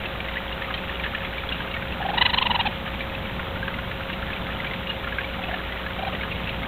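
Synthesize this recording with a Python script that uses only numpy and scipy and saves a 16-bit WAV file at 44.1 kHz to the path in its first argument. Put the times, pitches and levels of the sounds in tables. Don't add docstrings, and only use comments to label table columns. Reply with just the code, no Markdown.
import sys
import numpy as np
from scipy import signal
from scipy.fft import rfft, irfft
from scipy.io import wavfile

SR = 44100
rng = np.random.default_rng(int(sys.argv[2]) if len(sys.argv) > 2 else 0)


def digitize_waveform(pressure):
    field = np.atleast_2d(pressure).T
    bounded = np.clip(field, -1, 1)
    quanta = np.round(bounded * 32767).astype(np.int16)
    wavfile.write(sys.argv[1], SR, quanta)


N = 294147
TIME = np.arange(N) / SR

# (time [s], base grain rate [1/s])
PAW_ACTIVITY = [(0, 284), (1.3, 384), (2.9, 198), (4.1, 154), (4.7, 370), (5.4, 220), (6.5, 390)]


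def from_db(db):
    return 10 ** (np.asarray(db) / 20)


def unit_rms(x):
    return x / np.sqrt(np.mean(x ** 2) + 1e-20)


def automation(points):
    return np.interp(TIME, *np.transpose(points))


def mix_in(out, start_s, sound):
    at = int(np.clip(round(start_s * SR), 0, N - 1))
    out[at:at + len(sound)] += sound[:N - at]


def coloured_noise(spectrum):
    hz, db = np.transpose(spectrum)
    bin_hz = np.maximum(np.arange(N // 2 + 1) * SR / N, 1)
    eq = from_db(np.interp(np.log(bin_hz), np.log(hz), db))
    return unit_rms(irfft(rfft(rng.standard_normal(N)) * eq, N))


def drift(rate_hz):
    lowpass = signal.butter(2, rate_hz, fs=SR, output="sos")
    return unit_rms(signal.sosfilt(lowpass, rng.standard_normal(N + SR))[SR:])


def ring(x, hz, t60):
    radius = from_db(-60 / (max(t60, .001) * SR))
    angle = 2 * np.pi * hz / SR
    return signal.lfilter([0, np.sin(angle)], [1, -2 * radius * np.cos(angle), radius ** 2], x + 1e-18)


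def tones(partials):
    return sum(np.sqrt(2) * from_db(db) * np.sin(2 * np.pi * (hz * TIME + rng.random()))
               for hz, db in partials)


def far_rumble(gain_db=1.5):
    # (time [s], level before the gain [dB])
    swells = [(0, -42), (1.1, -41), (1.9, -38), (2.35, -35.5), (4.2, -37.5), (4.8, -38), (5.8, -41),
              (6.35, -36.5)]
    # (frequency [Hz], relative level [dB])
    colour = [(20, -44), (35, -22), (55, 1), (100, -0.5), (135, -4), (200, -1.5), (240, -5.5), (290, -15),
              (500, -35.5)]
    return from_db(automation(swells) + gain_db) * coloured_noise(colour)


def microphone_hiss(level_db=-34.0):
    # (frequency [Hz], relative level [dB])
    colour = [(30, 7), (200, .5), (400, 3), (750, 3), (1200, 0.8), (2000, -1.5), (2800, -2.5), (3500, -3),
              (4100, -9), (6000, -23)]
    return from_db(level_db) * coloured_noise(colour)


def mains_hum():
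    # (frequency [Hz], rms level [dB])
    partials = [(60, -39.5), (180, -45.5), (300, -56.5), (540, -42.5), (900, -51.5)]
    return tones(partials)


def circuit_noise(hiss_db=-59.0):
    # (frequency [Hz], relative level [dB])
    colour = [(3000, 9.5), (5000, -3.5), (6000, 0), (7500, -3.5), (10700, -1.5), (11400, 1.5), (12500, 8),
              (13200, -8), (16000, -2)]
    # (frequency [Hz], rms level [dB])
    whine = [(4500, -77), (6000, -85), (7500, -79), (9000, -73.5), (10500, -78.5), (12000, -63),
             (13500, -73.5), (15000, -77.5)]
    return from_db(hiss_db) * coloured_noise(colour) + tones(whine)


def gravel_shuffle(softest_db=-35.0, spread_db=5.0, clump_db=4, ring_cycles=22, pitch_count=18):
    clumps = from_db(clump_db * np.minimum(drift(30), 1.5))
    hits = rng.random(N) < automation(PAW_ACTIVITY) * clumps / SR
    strength = from_db(softest_db + spread_db * np.minimum(rng.exponential(1, N), 2))
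    clicks = hits * strength * rng.choice([-1, 1], N)
    stone = rng.integers(0, pitch_count, N)
    pitches = np.linspace(1250, 3400, pitch_count)
    return sum(ring(clicks * (stone == k), hz, ring_cycles / hz) for k, hz in enumerate(pitches))


def faint_knocks(per_grain=.03, mean_db=-24, spread_db=1.6, crunch_db=-2.5, low_hz=1293, high_hz=2900):
    knocks_due = np.cumsum(automation(PAW_ACTIVITY)) * per_grain / SR
    moment, strength, smallness = rng.random((int(knocks_due[-1]), 3)).T
    times = np.interp(np.arange(len(moment)) + moment, knocks_due, TIME)
    levels = mean_db + spread_db * (2 * strength - 1)
    pitches = low_hz * (high_hz / low_hz) ** smallness
    return [(*knock, crunch_db) for knock in zip(times, levels, pitches)]


def pebble_knocks(gain_db=2.5, ring_t60=0.034, crunch_s=0.0072, rock_s=0.003495):
    # (time [s], peak before the gain [dB], ring pitch [Hz], crunch against ring [dB])
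    loud_knocks = [(.0566, -24, 2660, -8), (.358, -23.5, 1726, -5), (.3703, -21, 1934, -14),
                   (0.6198, -19, 1770, 1), (0.7049, -22, 1355, 8), (.7412, -20, 3150, 0),
                   (1.037, -20, 2060, 12), (1.063, -21, 1760, -4), (1.1497, -20.5, 1745, -6),
                   (1.4907, -22, 3340, -8), (1.5237, -19.5, 2805, -8), (1.7422, -20.5, 2230, -3),
                   (1.823, -23.5, 1531, 1), (3.6291, -23, 1616, -22), (3.681, -18.5, 1620, -4),
                   (3.741, -24.5, 2040, -3), (3.913, -20, 1740, 2), (4.0982, -21.5, 1570, 8),
                   (4.2267, -23, 1379, -3), (4.3028, -22, 1740, -6), (4.601, -19.5, 2050, -5),
                   (4.645, -23.5, 1633, -2), (4.7352, -22, 2110, 7), (4.9, -22, 2860, -8),
                   (5.0732, -21, 1390, -3), (5.1243, -23, 1660, -9), (5.185, -17, 1594, -8),
                   (5.541, -20.5, 1760, -6), (6.2306, -20.5, 1650, -1), (6.3154, -26, 2740, -11),
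                   (6.4918, -23, 2320, -1)]
    out, t = np.zeros(N), TIME[:SR // 10]
    attack = 1 - np.exp(-2 * t / rock_s)
    for time_s, db, hz, crunch_db in loud_knocks + faint_knocks():
        band = signal.butter(2, [.7 * hz, min(1.7 * hz, 4500)], "band", fs=SR, output="sos")
        crunch = signal.sosfilt(band, rng.standard_normal(len(t))) * np.exp(-t / crunch_s)
        tone = np.sin(2 * np.pi * hz * t) * from_db(-60 * t / ring_t60)
        knock = (unit_rms(tone) + from_db(crunch_db) * unit_rms(crunch)) * attack
        mix_in(out, time_s - rock_s / 2, from_db(db + gain_db) * knock / np.abs(knock).max())
    return out


def voice_strain(time_s, level_db):
    # (time [s], overtones [dB], closing squeak [dB])
    strain = [(2.01, -19, -8), (2.14, -9.5, -7), (2.18, 2, -7), (2.26, 8, 5.5), (2.335, 5, -4),
              (2.38, 2, 13), (2.49, -3.5, 1), (2.6, -2, 2), (2.67, -3, -6), (5.39, -9, -17)]
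    timbre = [-0.72, -0.15, -0.15, -2]
    pinch_loss = [0.7, 0, 0.34, 0.24]
    times, *curves = np.transpose(strain)
    overtone_db, squeak_db = [level_db + np.interp(time_s, times, curve) for curve in curves]
    pinch_db = max(squeak_db - overtone_db, 0)
    overtones = [overtone_db + db - loss * pinch_db for db, loss in zip(timbre, pinch_loss)]
    return [level_db] + overtones, squeak_db


def raccoon_chitter(voiced_share=.47, longest_s=.0255, rise=.21, fall=.28, hold=1.036,
                    swell_db=13, swell_at=0.053, flutter_db=2.5, jitter=0.012, closing_jitter=0.073,
                    mouth_hz=3000, mouth_width_hz=470, squeak_at=0.59, squeak_width=0.28, rasp_db=-16):
    # (time [s], pitch [Hz], level of the fundamental [dB])
    chirps = [ (2.013, 860, -27), (2.059, 820, -22), (2.098, 842, -23.5), (2.142, 883, -23.5),
              (2.181, 974, -23), (2.218, 1018, -20.5), (2.259, 1002, -25), (2.299, 995, -31),
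              (2.340, 1025, -24), (2.380, 1051, -24), (2.421, 1049, -22), (2.463, 1000, -22.5),
              (2.509, 1003, -21), (2.554, 1018, -22.5), (2.603, 967, -22.5), (2.665, 889, -23.5),
              (5.394, 794, -34), (5.439, 743, -35), (5.49, 752, -31), (5.539, 758, -28.5),
              (5.991, 783, -28.5), (6.031, 800, -28.5), (6.075, 806, -27.5), (6.136, 603.6, -29.5)]
    waits = np.diff([time_s for time_s, *_ in chirps], append=np.inf)
    lengths = np.minimum(voiced_share * waits, longest_s)
    out = np.zeros(N)
    wobble, flutter = drift(780), flutter_db * drift(265)
    rasp = coloured_noise([(300, -30), (900, -4), (2200, -18.5), (2900, 10), (4500, -3), (8000, -29)])
    for (time_s, top_hz, level_db), half_s in zip(chirps, lengths / 2):
        harmonic_db, squeak_db = voice_strain(time_s, level_db)
        span = np.arange(int((time_s - 1.5 * half_s) * SR), int((time_s + 1.5 * half_s) * SR))
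        position = (TIME[span] - time_s) / half_s
        voiced = np.exp(-(position / hold) ** 8)
        squeak = np.exp(-((position - squeak_at) / squeak_width) ** 2)
        arch = np.exp(-np.where(position < 0, rise, fall) * position ** 2)
        pitch = top_hz * arch * (1 + (jitter + closing_jitter * squeak) * wobble[span])
        phase = 2 * np.pi * (np.cumsum(pitch) / SR + rng.random())
        for k, db in enumerate(harmonic_db, 1):
            mouth = 1 / (1 + ((k * pitch - mouth_hz) / mouth_width_hz) ** 2)
            swell = from_db(-swell_db * (k > 1) * (position - swell_at) ** 2)
            envelope = from_db(db) * voiced * swell + from_db(squeak_db) * squeak * mouth
            envelope *= from_db(flutter[span - k * len(span)])
            out[span] += envelope * np.sin(k * phase + 2 * np.pi * rng.random())
        out[span] += from_db(squeak_db + rasp_db) * squeak * rasp[span]
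    return out


def yard_reverb(x, tail_db=-13, t60=0.055):
    # (delay [s], level [dB])
    echoes = [(.0065, -22), (0.013, -26.5), (0.025, -28)]
    t = TIME[:SR // 3]
    scatter = rng.standard_normal(len(t)) * from_db(-60 * t / t60)
    response = from_db(tail_db) * scatter / np.linalg.norm(scatter)
    for delay_s, db in echoes:
        response[int(delay_s * SR)] += from_db(db)
    return x + signal.fftconvolve(x, response)[:N]


def scene():
    raccoons = yard_reverb(raccoon_chitter() + pebble_knocks() + gravel_shuffle())
    return (raccoons + far_rumble() + microphone_hiss() + mains_hum())[None]


def record(dry, voice_band_hz=3968, cutoff_hz=15750):
    voice_band = signal.butter(22, voice_band_hz, fs=SR, output="sos")
    top_cut = signal.ellip(12, .1, 80, cutoff_hz, fs=SR, output="sos")
    narrow = signal.sosfilt(voice_band, dry)
    return signal.sosfilt(top_cut, narrow + circuit_noise())


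dry = scene()
out = record(dry)
digitize_waveform(out)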